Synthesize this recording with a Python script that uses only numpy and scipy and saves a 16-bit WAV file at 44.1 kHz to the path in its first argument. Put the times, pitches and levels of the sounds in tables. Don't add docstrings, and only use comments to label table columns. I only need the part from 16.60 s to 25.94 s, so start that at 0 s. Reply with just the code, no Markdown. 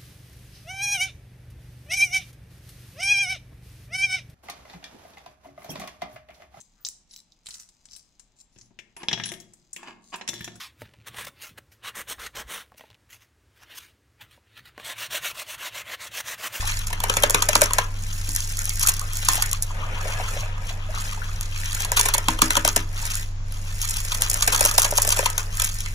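import sys
import numpy as np
from scipy import signal
from scipy.fft import rfft, irfft, next_fast_len
from scipy.io import wavfile
from scipy.ndimage import uniform_filter1d

SR = 44100
rng = np.random.default_rng(int(sys.argv[2]) if len(sys.argv) > 2 else 0)


def master(y):
    cut = np.clip(np.atleast_2d(y).T, -1, 1)
    pcm = np.round(cut * 32767)
    wavfile.write(sys.argv[1], SR, pcm.astype(np.int16))


N = 411894


def gain_of(db):
    return 10 ** (np.asarray(db) / 20)


def evened(x):
    return x / np.sqrt(np.mean(x ** 2) + 1e-20)


def over_pitch(points, hz):
    f, value = np.transpose(points)
    return np.interp(np.log(hz + 1), np.log(f + 1), value)


def over_time(points, t):
    s, db = np.transpose(points)
    return np.interp(t, s, db)


def add(mix, start_s, sound):
    part = mix[round(start_s * SR):][:len(sound)]
    part += sound[:len(part)]


def smoothed(x, width, axis=-1):
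    once = uniform_filter1d(x, width, axis=axis)
    return evened(uniform_filter1d(once, width, axis=axis))


def coloured(x, spectrum):
    size = next_fast_len(N + 4096)
    gain = evened(gain_of(over_pitch(spectrum, np.fft.rfftfreq(size, 1 / SR))))
    return irfft(rfft(x, size) * gain, size)[..., :N]


def joined(low, high, hz=7100.0):
    low_pass = signal.butter(2, hz, "low", fs=SR, output="sos")
    high_pass = signal.butter(2, hz, "high", fs=SR, output="sos")
    return signal.sosfilt(low_pass, low) + signal.sosfilt(high_pass, high)


def rung(push, modes):
    t = np.arange(4096) / SR
    ring = np.zeros(len(t))
    for k, (hz, width, db) in enumerate(modes):
        decay = np.exp(-np.pi * width * t)
        ring += (-1) ** k * gain_of(db) * np.sqrt(width) * decay * np.sin(2 * np.pi * hz * t)
    return signal.oaconvolve(push, ring / np.linalg.norm(ring))[:N]


def grit(spread_db, per_s):
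    size = gain_of(spread_db * np.minimum(rng.exponential(1, N), 5))
    sign = rng.choice([-1., 1.], N)
    return evened(size * sign * (rng.random(N) < per_s / SR))


def bubble(hz, cycles, glide):
    turns = np.arange(round(5 * cycles * SR / hz)) * hz / SR
    envelope = (1 - np.exp(-turns / 0.4)) * np.exp(-turns / cycles)
    return envelope * np.sin(2 * np.pi * turns * (1 + glide * turns))


# [dB rms, before the port tilt]
HUM_TONES = [(23.4, -29), (96.0, -35), (164, -59.5)]
# [dB per Hz, relative]
AIR_SPECTRUM = [(28, -20), (38, 11), (60, -2.5), (85, -6), (130, -11), (180, -11), (290, -24.5),
                (600, -25.5), (1000, -26), (3500, -34.5), (7000, -30.5), (12000, -103), (16000, -72)]
# frequency_hz [Hz], likeness [0 to 1]
AIR_LIKENESS = [(130, 0.97), (250, 0.84), (600, 0.15), (1400, 0.25), (5000, 0.097)]
AIR_DB = -37.5


def room():
    t = np.arange(N) / SR
    waver_db = .5 * smoothed(rng.standard_normal(N), 6000)
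    hum = sum(np.sqrt(2) * gain_of(db + waver_db) * np.sin(2 * np.pi * (hz * t + rng.random()))
              for hz, db in HUM_TONES)
    left, other = rfft(rng.standard_normal((2, N)))
    alike = np.clip(over_pitch(AIR_LIKENESS, np.fft.rfftfreq(N, 1 / SR)), 0, 1)
    air = irfft([left, alike * left + np.sqrt(1 - alike ** 2) * other], N)
    return hum + gain_of(AIR_DB) * coloured(air, AIR_SPECTRUM)


# [dB, relative]
FIZZ_SPECTRUM = [(2500, -24), (4300, -3), (5500, 6), (7000, 7.5), (7700, 6.5), (8500, 3.5), (10000, 3),
                 (12500, -2), (15100, -2.5), (15900, -22)]


def fizz(fizz_gain, a, b):
    small = gain_of(4.8 * a) * grit(spread_db=0.0, per_s=7000.)
    smaller = gain_of(1.7 * a + 1.23 * b) * grit(spread_db=4.0, per_s=5300.0)
    return coloured(gain_of(-2.0) * fizz_gain * joined(small, smaller), FIZZ_SPECTRUM)


# [dB, relative]
SLAP_SPECTRUM = [(500, -40), (1250, 3.5), (1800, 9), (2500, 6), (3300, 7), (4400, 6), (6000, -70)]


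def seepage(seep_gain, a, c):
    pops = gain_of(1.47 * a + 2.9 * c) * grit(spread_db=2.5, per_s=5000.)
    return gain_of(-5.5) * coloured(seep_gain * pops, SLAP_SPECTRUM)


def bubble_swarm(pitches_hz, spread_db, per_s, cycles, glide):
    voices = [signal.oaconvolve(grit(spread_db, per_s), bubble(hz, cycles, glide))[:N] for hz in pitches_hz]
    return evened(sum(evened(voice) for voice in voices))


# [dB, relative]
TUB_MODES = [(405.7, 9.7, -1), (575, 214, 8), (944, 89, 10.5), (1275, 140, 9.5), (1650, 190, 9),
             (2200, 910, 9), (3000, 790, 5.5)]


def wash(stir_gain, seep_gain, a, c):
    pops = gain_of(2.4 * a + 1.5 * c) * grit(spread_db=1.0, per_s=6000.)
    tub = rung(stir_gain * pops, TUB_MODES)
    deep = np.clip(stir_gain / seep_gain, 0, 1) ** 2.0
    tub = joined(deep * tub, tub, hz=680.0)
    gurgle = bubble_swarm(np.geomspace(480, 3200, 12), spread_db=2.5, per_s=300., cycles=9.2, glide=0.0103)
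    trickle = bubble_swarm(np.geomspace(1300, 4300, 8), spread_db=4.5, per_s=47.0, cycles=17.0, glide=0.0104)
    flow = tub + gain_of(-3.0) * seep_gain * trickle
    return gain_of(-8.0) * flow + gain_of(-12.0) * stir_gain * deep * gurgle


# [s, held to 0.0005-0.012 when played]
TIMED_POCKETS = [(0.2704, -16, -20, 1006, 0.0028), (0.3298, -20, 1, 970, 0.0034),
                 (0.403, -15.5, -1.5, 915, 0.0016), (0.438, -12.5, 3, 930, 0.0022),
                 (0.498, -8.5, -4.5, 562, 0.002), (0.5693, -7, -0.5, 970, 0.0024),
                 (0.6355, -5.5, 2, 580, 0.002), (0.698, -6.5, -8.5, 575, 0.0015),
                 (0.7459, -4.5, 1.5, 1190, 0.0025), (0.8233, -4.5, -7, 1240, 0.0024),
                 (.889, -3, -8.5, 590, 0.0023), (0.9316, -13.5, 1, 1365, 0.0015),
                 (0.9542, -0.5, -6, 580, 0.0018), (1.011, -8, -8, 1220, 0.0017),
                 (1.0177, -0.5, -3, 600, 0.0015), (1.038, -10, -16, 520, 0.0031),
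                 (1.1347, -6, -11, 1080, 0.00086), (1.185, -4.5, -1.5, 956, 0.0024),
                 (1.6915, -12.5, -22, 850, 0.00073), (1.991, -8, -20, 1400, 0.00049),
                 (2.055, -11, -37, 790, 0.00046), (2.043, -19, -39, 1360, 0.00058),
                 (2.23, -20, -23, 1210, 0.002), (2.272, -13, -16, 1330, 0.0034),
                 (2.2864, -15, -8, 1320, 0.0031), (2.395, -14, -23.5, 830, 0.001),
                 (2.687, 2, -21, 1040, 0.0013), (2.746, -22, -15, 1100, 0.0023),
                 (2.8233, -10, -12.5, 1420, 0.0036), (3.024, -10.5, -46, 790, 0.0014),
                 (3.031, -18, -38, 980, 0.0018), (4.8104, -12.5, -15, 1350, 0.00065),
                 (5.205, -17.5, -12, 804, 0.0034), (5.249, -19, -2.5, 922, 0.0025),
                 (5.319, -6.5, -6.5, 980, 0.00072), (5.37, -10, -4.5, 1470, 0.0087),
                 (5.3956, -10.5, -4.5, 940, 0.0049), (5.412, -3, -17, 1390, 0.0013),
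                 (5.457, -10, -7.5, 1000, 0.0048), (5.487, -10.5, -4, 1000, 0.0028),
                 (5.5388, -6.5, -4.5, 1390, 0.0022), (5.546, -12, -4.5, 564, 0.0033),
                 (5.581, -13, -2, 1340, 0.002), (5.6848, -6, 2, 1017, 0.0014),
                 (5.79, -23, 7.5, 1320, 0.0017), (5.8194, 1.5, -5.5, 1196, 0.0015),
                 (5.906, -5, -3.5, 1430, 0.0019), (5.9542, -7.5, 0.5, 1400, 0.00048),
                 (5.9688, -9.5, -2.5, 550, 0.0038), (6.0496, -3.5, -6.5, 587, 0.0016),
                 (6.0778, -3, -11.5, 580, 0.0009), (6.163, -4.5, -6.5, 560, 0.0026),
                 (7.5198, -15, -4.5, 1080, 0.0034), (7.548, -16.5, -5.5, 1390, 0.0033),
                 (7.621, -0.5, -16, 1200, 0.00065), (7.699, -9.5, -42, 1400, 0.0026),
                 (7.742, -9.5, -12, 1190, 0.0016), (7.809, -16, -6, 1230, 0.0013),
                 (7.8247, -5.5, -12.5, 1170, 0.0033), (7.877, -6.5, -2.5, 1230, 0.0041),
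                 (7.9256, -13, -8, 460, 0.0075), (7.948, -11, -7.5, 620, 0.0038),
                 (7.994, -11, -8, 950, 0.0028), (8.0088, -4, -8.5, 600, 0.0024),
                 (8.0286, -5, -15, 1000, 0.00049), (8.051, -5.5, -10, 585, 0.0025),
                 (8.0602, 2, -13.5, 940, 0.00045), (8.113, -9, -7, 1220, 0.0012),
                 (8.154, -14, -22, 760, 0.00043), (8.181, -1.5, -7, 1140, 0.0025),
                 (8.195, -10, -27, 915, 0.0041), (8.2196, -1, -18, 1160, 0.00031),
                 (8.2468, -10.5, -6, 582, 0.0031), (8.323, -20, 5, 580, 0.00085),
                 (8.382, -9.5, 1, 566, 0.00094), (8.42, -6.5, -34, 930, 0.0019),
                 (8.45, -13, -5, 1090, 0.0022), (8.491, -2.5, -27, 1220, 0.00055),
                 (8.5054, -9.5, -20, 546, 0.0013), (8.5243, -7.5, -10, 1250, 0.0025),
                 (8.564, -16, 2.5, 1360, 0.001), (8.5905, -5, -8, 520, 0.0014),
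                 (8.6597, -11, -1.5, 1010, 0.0032), (8.7801, -7, -6.5, 1450, 0.0014),
                 (8.998, -15.5, -4.5, 1250, 0.0034), (0.0754, -19, -5, 1700, 0.0034),
                 (0.091, -22, -16, 1860, 0.0025), (0.191, -19, -34, 2340, 0.0022),
                 (0.304, -22.5, -2, 980, 0.0022), (0.5396, -15, -4, 940, 0.001),
                 (0.624, -19, -1, 1730, 0.0018), (0.7068, -11, -13, 580, 0.0014),
                 (1.108, -16.5, 3.5, 1000, 0.00096), (1.143, -27, -11, 1160, 0.0013),
                 (1.7505, -18, -28, 1560, 0.0011), (1.762, -9.5, -24, 2270, 0.0009),
                 (1.805, -15, -45, 2280, 0.0013), (1.82, -26, -36, 2380, 0.0017),
                 (1.971, -15, -31, 1750, 0.0014), (2.0944, -9, -31, 2090, 0.00094),
                 (2.106, -30.5, -19, 2090, 0.001), (2.135, -25, -25, 2390, 0.0014),
                 (2.19, -29, -25, 2270, 0.0015), (2.367, -21, -24, 900, 0.0015),
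                 (2.414, -19, -17, 1280, 0.0015), (2.534, -19.5, -18, 2300, 0.001),
                 (2.5553, -17, -19, 2360, 0.00099), (2.5705, -15, -12, 1730, 0.00096),
                 (2.629, -24, 1, 2290, 0.0013), (2.7555, -10.5, -12, 1050, 0.0016),
                 (2.9144, -16, -23, 1960, 0.0013), (2.931, -13, -25, 1910, 0.0012),
                 (5.13, -17.5, -5, 1690, 0.0012), (5.148, -17, -11, 1640, 0.0021),
                 (5.1678, -31, -21, 2100, 0.0015), (5.221, -15, -22, 2390, 0.0013),
                 (5.431, -14, -12, 990, 0.0015), (5.933, -18, -10, 1320, 0.0015),
                 (6.454, -14.5, -11, 2150, 0.0014), (6.5402, -24, -25, 1850, 0.0014),
                 (6.5541, -15.5, -27, 1910, 0.00095), (6.5947, -31, -20, 2100, 0.0013),
                 (6.923, -20.5, -29, 810, 0.00078), (7.2163, -16, -16, 2360, 0.002),
                 (7.342, -20, -30, 1210, 0.0015), (7.36, -27, -22, 1630, 0.0013),
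                 (7.6447, -29, -13, 1400, 0.0014), (7.714, -12, -12, 2090, 0.0016),
                 (7.759, -16.5, -4, 1270, 0.00067), (7.774, -18, -19, 1220, 0.0015),
                 (7.865, -23, -5, 1540, 0.0012), (7.962, -9, -16, 1320, 0.0013),
                 (7.979, -13, -2, 2390, 0.0016), (8.022, -15, -5, 1240, 0.0017),
                 (8.04, -15, -5, 1720, 0.0021), (8.09, -25, 8, 1230, 0.0016),
                 (8.233, -17, -10, 566, 0.0021), (8.2613, -23, 5, 580, 0.0016),
                 (8.3589, -20, -21, 1890, 0.00064), (8.3776, -6.5, -41.5, 880, 0.0013),
                 (8.4764, -11.5, -7.5, 590, 0.00065), (8.533, -24, 0, 1210, 0.0012),
                 (8.571, -16, -5, 573, 0.0021), (8.6284, -25, 6, 580, 0.0013),
                 (8.6376, -21, -11, 570, 0.0018), (8.701, -13, -13, 900, 0.0012),
                 (9.02, -15, -11, 1640, 0.0026), (9.039, -15, -9, 2040, 0.0016),
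                 (9.1874, -19, -29, 2390, 0.0014), (9.2055, -15.5, -24, 1920, 0.0014),
                 (9.2605, -21, -4, 2090, 0.0016)]
AFTER_S = 0.038
SWELL_S = 0.0052
BEFORE_S = 0.0028


def rush(hollow):
    power = np.zeros(N)
    for s, db, ring_db, *_ in TIMED_POCKETS:
        add(power, s, gain_of([2 * (db + hollow * ring_db)]))
    after = signal.lfilter([1], [1, -np.exp(-2 / (AFTER_S * SR))], power)
    after = signal.oaconvolve(after, np.hanning(round(2 * SWELL_S * SR)) / (SWELL_S * SR))[:N]
    before = signal.lfilter([1], [1, -np.exp(-2 / (BEFORE_S * SR))], power[::-1])[::-1]
    return np.sqrt(abs(after) + before)


# [wringing dB, relative]
WRINGING = [(0, -34.5), (.15, -34.5), (.35, -50), (.55, -36.5), (1.2, -62), (1.3, -50), (1.5, -38),
            (1.8, -37), (2.05, -37), (2.3, -30.5), (2.4, -42), (2.65, -33.5), (2.8, -31.5), (3.0, -47),
            (3.3, -49), (3.45, -39.5), (3.8, -38), (3.95, -59), (4.1, -38), (4.2, -57), (4.4, -35),
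            (4.6, -44.5), (4.9, -46), (5.0, -36), (5.2, -34), (5.5, -63), (5.7, -38), (6.15, -70),
            (6.3, -50), (6.4, -34), (6.6, -35), (6.8, -71), (6.9, -49.5), (7.1, -42), (7.25, -34),
            (7.8, -37), (8.1, -36), (8.55, -35), (8.9, -46), (9.0, -30.5), (9.1, -36.5), (9.34, -43)]
# [slosh dB, relative]
SLOSHING = [(0, -35), (.25, -42.5), (.5, -29.5), (1.15, -32), (1.3, -41), (1.8, -53), (2.3, -65),
            (2.4, -38), (2.6, -44), (2.8, -35), (3.05, -44), (3.2, -30.5), (3.6, -26.5), (3.8, -33),
            (4.2, -36), (4.35, -35), (4.9, -43.5), (5.3, -32), (5.6, -37), (6.1, -53), (6.4, -35.5),
            (6.7, -50), (7.05, -42.5), (7.4, -43.5), (7.6, -34.5), (8.0, -31), (8.6, -32), (9.0, -41.5),
            (9.2, -57), (9.34, -61)]
# start_s [s], level_db [dB over the wringing]
WETNESS_CURVE = [(0, 2.5), (.7, -5.5), (1.6, -1.5), (2.0, -4.5), (2.75, 0.5), (3.3, -2.5), (4.6, 1),
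                 (5.3, 1.5), (5.9, -3), (6.5, 0), (7.3, -2.5), (8.3, -7), (9.34, -0.5)]
RUSH_DB = (-24, -23, -18)
SEEP_FROM_SLOSH = 0.032


def foam():
    t = np.arange(N) / SR
    wring_db, slosh_db = over_time(WRINGING, t), over_time(SLOSHING, t)
    seep_db = wring_db + SEEP_FROM_SLOSH * (slosh_db - wring_db)
    fizz_after_db, seep_after_db, slosh_after_db = RUSH_DB
    fizz_gain = np.hypot(gain_of(wring_db), gain_of(fizz_after_db) * rush(0.024))
    seep_gain = np.hypot(gain_of(seep_db), gain_of(seep_after_db) * rush(0.15))
    stir_gain = np.hypot(gain_of(slosh_db), gain_of(slosh_after_db) * rush(0.73))
    seep_gain = seep_gain * gain_of(over_time(WETNESS_CURVE, t))
    a, b, c = smoothed(rng.standard_normal((3, N)), 170)
    return fizz(fizz_gain, a, b) + seepage(seep_gain, a, c) + wash(stir_gain, seep_gain, a, c)


# start_s [s], level_db [dB, relative], pitch_hz [bubble Hz]
DROPS = [(0.027, -22.5, 1060), (0.043, -30, 830), (0.075, -20, 1670), (0.096, -33, 910), (0.093, -23, 2300),
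         (1.983, -23.5, 1910), (2.011, -30, 1380), (2.104, -24.5, 2080), (2.252, -21.5, 1290),
         (2.296, -24.5, 1050), (2.417, -22, 1186), (2.687, -14, 1010), (2.731, -21, 1140), (2.78, -23, 715),
         (2.825, -18.5, 1770), (2.85, -29, 1770), (2.936, -28, 1110), (3.107, -29.5, 975),
         (3.168, -30, 1170), (3.234, -26, 1160), (3.249, -35, 610), (3.289, -31, 1170), (3.455, -27.5, 600),
         (3.5, -29, 580), (3.54, -32, 540), (3.766, -27, 555), (3.599, -24, 725), (3.636, -41, 940),
         (3.831, -30, 613), (3.833, -24, 2310), (4.105, -33.5, 650), (4.29, -31, 610), (4.344, -25.5, 1220),
         (4.528, -33, 1140), (4.694, -31, 1270), (4.376, -26, 1240), (4.493, -30, 1880), (4.575, -29, 900),
         (4.618, -24, 1400), (4.922, -33, 2580), (4.962, -26, 2300), (6.429, -30, 910), (8.98, -24, 1680),
         (9.261, -24, 2100)]
SPLASH_DB, SPLASH_S = -14, 0.025


def drips():
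    out, t = np.zeros(N), np.arange(4000) / SR
    for s, db, hz in DROPS:
        add(out, s, gain_of(db) * bubble(hz, cycles=5.2, glide=0.0028))
        ring = bubble(1.106 * hz, cycles=1.52, glide=0.0098)
        spray = rng.standard_normal(len(t)) * np.exp(-t / SPLASH_S)
        splash = signal.fftconvolve(spray, ring / np.linalg.norm(ring))
        add(out, s, gain_of(db + SPLASH_DB) * splash)
    return out


SMALL_DB, SMALL_RING_DB, SMALL_S = 5, -18.5, 0.0012
SMALL_GROWTH, FULL_DB = 3, -36.5


def pockets(count=500):
    s, ring, pitch, length = rng.random((count, 4)).T
    s = s * (N / SR - .05) + 0.01
    grip_db = FULL_DB + SMALL_GROWTH * (over_time(WRINGING, s) - FULL_DB)
    db = grip_db - 1.8 * over_time(WETNESS_CURVE, s) + SMALL_DB
    ring_db = SMALL_RING_DB + 14 * (ring - .5)
    small = np.transpose([s, db, ring_db, 800 * 2.4 ** pitch, SMALL_S * (1.03 + length)])
    return np.concatenate([TIMED_POCKETS, small])


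# [dB, relative]
CRACK_SPECTRUM = [(2500, -25), (3300, -10.5), (4300, -7.5), (5500, 3), (7000, 5.5), (7700, 6), (8500, 7),
                  (10000, 2.5), (12500, -1), (15100, -3.5), (15900, -32)]
SLAP_DB, SLAP_PER_RING = -4.5, 0.51
TEAR, FALL = .5, 1.695
SNAP = 1.35


def squelches():
    crack, hiss, slap, shake, ring = np.zeros((5, N))
    t = np.arange(-300, 1200) / SR
    pops, spray = grit(spread_db=-0.5, per_s=14000.), grit(spread_db=1.5, per_s=14000.)
    for s, db, ring_db, hz, length in pockets():
        u = t / np.clip(length, .0005, .012)
        envelope = np.where(u < 0, np.exp(-abs(u / TEAR) ** 1.15), np.exp(-abs(u / FALL) ** SNAP))
        shape = gain_of(db) * envelope
        start = s + t[0]
        add(crack, start, shape)
        add(hiss, start, shape * gain_of(3.04 * rng.standard_normal()))
        add(slap, start, shape * gain_of(SLAP_DB + SLAP_PER_RING * ring_db))
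        push_db = ring_db - 5.5 * np.log2(hz / 600)
        add(shake, start + 0.0018, shape * gain_of(push_db))
        struck = shape * spray[round(s * SR):][:len(t)]
        pocket = signal.fftconvolve(struck, bubble(hz, cycles=3.25, glide=0.0013))
        add(ring, start + 0.9 / hz, gain_of(db + ring_db) * pocket / abs(pocket).max())
    crackle = gain_of(-5.0) * coloured(joined(crack * pops, hiss * spray), CRACK_SPECTRUM)
    tub = gain_of(-5.5) * rung(shake * pops, TUB_MODES)
    slaps = gain_of(-4.5) * coloured(slap * spray, SLAP_SPECTRUM)
    return crackle + gain_of(-8.5) * ring + tub + slaps


# [shove peak dB, relative]
SHOVES = [(0.43, -49), (0.564, -52), (0.636, -27), (0.752, -29.5), (0.96, -24), (1.02, -31), (1.681, -32),
          (2.686, -33), (5.681, -16), (5.821, -12.5), (5.968, -22), (6.053, -27), (6.166, -22.5),
          (8.012, -38)]
# [dB, relative]
WALL_MODES = [(183, 18, 8), (256, 7.8, 9), (317.6, 5.4, 11), (438, 11, -4)]


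def thumps():
    shove = np.zeros(N)
    for s, db in SHOVES:
        add(shove, s, gain_of(db) * np.hanning(60))
    push = signal.sosfilt(signal.butter(2, 160., "high", fs=SR, output="sos"), shove)
    return gain_of(-9.5) * rung(shove, WALL_MODES) + gain_of(-6.5) * push


# start_s [s], level_db [dB, before onset and decay], pitch_hz [Hz]
FLOOR_BUMPS = [(3.247, -30, 106), (3.547, -32, 112), (3.79, -24.5, 109)]


def bumps():
    out, t = np.zeros(N), np.arange(8000) / SR
    for s, db, hz in FLOOR_BUMPS:
        envelope = gain_of(db - 60 * t / 0.3) * (1 - np.exp(-t / 0.0031))
        add(out, s, envelope * np.sin(2 * np.pi * hz * t))
    return out


# frequency_hz [Hz], wander_rad [radians, scaled by the share]
PHASE_WANDER = [(300, 0.34), (900, 0.61), (1300, 1.9), (2500, 0.58), (3300, 1.3), (4500, 4.8), (5600, 0.23),
                (9000, 0.11), (15000, .5)]


def scattered(x, share):
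    hz, t, z = signal.stft(x, SR, nperseg=256, noverlap=192)
    place = uniform_filter1d(rng.standard_normal((len(t), len(hz))), size=10, axis=0)
    place = evened(uniform_filter1d(place, size=3, axis=1)).T
    turn = np.exp(.5j * share * over_pitch(PHASE_WANDER, hz)[:, None] * place)
    return signal.istft([z * turn, z / turn], SR, nperseg=256, noverlap=192)[1][:, :N]


def shifting(per_s):
    place = 2 * np.pi * per_s * np.arange(N) / SR
    return [np.sqrt(2 / 3) * np.cos(place + k * np.pi / 3) for k in range(3)]


# frequency_hz [Hz], level_db [dB over the direct sound]
NEAR_ECHO = [(400, -5.5), (1200, -6.5), (2400, -2.5), (3000, -1.5), (4900, -0.5), (5600, -9),
             (15000, -32.5)]


def rim(x):
    taps = rng.standard_normal((3, 2, 130)) * gain_of(-20 * np.arange(130) / 130)
    taps = taps / np.linalg.norm(taps, axis=2, keepdims=True)
    near = irfft(rfft(x) * gain_of(over_pitch(NEAR_ECHO, np.fft.rfftfreq(N, 1 / SR))), N)
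    return sum(signal.oaconvolve((near * share)[None], tap, axes=1)[:, :N]
               for share, tap in zip(shifting(7.0), taps))


# frequency_hz [Hz], t60_s [s to fall 60 dB]
SINK_DECAY = [(300, 0.51), (1000, 0.3), (4000, 0.078), (12000, 0.0047)]
ECHO_MONO_HZ = 860


def sink(x):
    taps = np.zeros((3, 2, SR // 3))
    jitter = rng.integers(0, 20, (3, 2, (SR // 3 - 41) // 20))
    at = np.arange(40, SR // 3 - 20, 20) + jitter
    np.put_along_axis(taps, at, rng.choice([-1., 1.], at.shape), 2)
    hz, t, z = signal.stft(taps, SR, nperseg=256)
    alike = 0.59 / (1 + (hz[:, None] / ECHO_MONO_HZ) ** 4)
    z = np.stack([z[:, 0], alike * z[:, 0] + np.sqrt(1 - alike ** 2) * z[:, 1]], 1)
    swell = np.minimum(t / SWELL_S / 2, 1)
    decay = gain_of(-60 * t / over_pitch(SINK_DECAY, hz)[:, None])
    tails = signal.istft(z * swell * decay, SR, nperseg=256)[1]
    return sum(signal.fftconvolve((x * share)[None], tail / np.linalg.norm(tail[0]), axes=1)[:, :N]
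               for share, tail in zip(shifting(3.3), tails))


def scene():
    bursts, liquid = squelches() + drips(), foam()
    hand = bursts + liquid
    direct = scattered(bursts, share=.25) + scattered(liquid, share=0.71)
    echoed = joined(gain_of(-6.0) * hand, hand, hz=990.0)
    return direct + rim(hand) + gain_of(-9.5) * sink(echoed) + thumps() + bumps() + room()


# frequency_hz [Hz], left_lead_rad [radians]
LEFT_LEAD = [(1100, 0), (1350, 3.0), (3050, 3.2), (3250, 6.0), (3550, 5.3), (4250, 5.5), (5100, 6.9),
             (5900, 6.3), (8400, 3.14), (10950, 0), (13400, -3.14), (15600, -6.28)]
# [left over right, dB]
LEFT_TILT = [(200, -0.1), (300, 3), (450, 1.5), (1000, 4.5), (1600, 5), (2380, 2.5), (2900, 0.5),
             (4400, -3), (5500, 0)]
EDGE_HZ = 16500


def record(dry):
    size = next_fast_len(N + 4096)
    hz = np.fft.rfftfreq(size, 1 / SR)
    left, right = rfft(dry, size)
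    lead = np.interp(hz, *np.transpose(LEFT_LEAD))
    tilt = gain_of(over_pitch(LEFT_TILT, hz) / 2)
    ports = irfft([left * tilt * np.exp(1j * lead), right / tilt], size)[:, :N]
    clipped = np.clip(ports, -1, 1)
    low_pass = signal.firwin(511, EDGE_HZ, window=("kaiser", 9), fs=SR)
    return signal.oaconvolve(clipped, low_pass[None], "same")


dry = scene()
out = record(dry)
master(out)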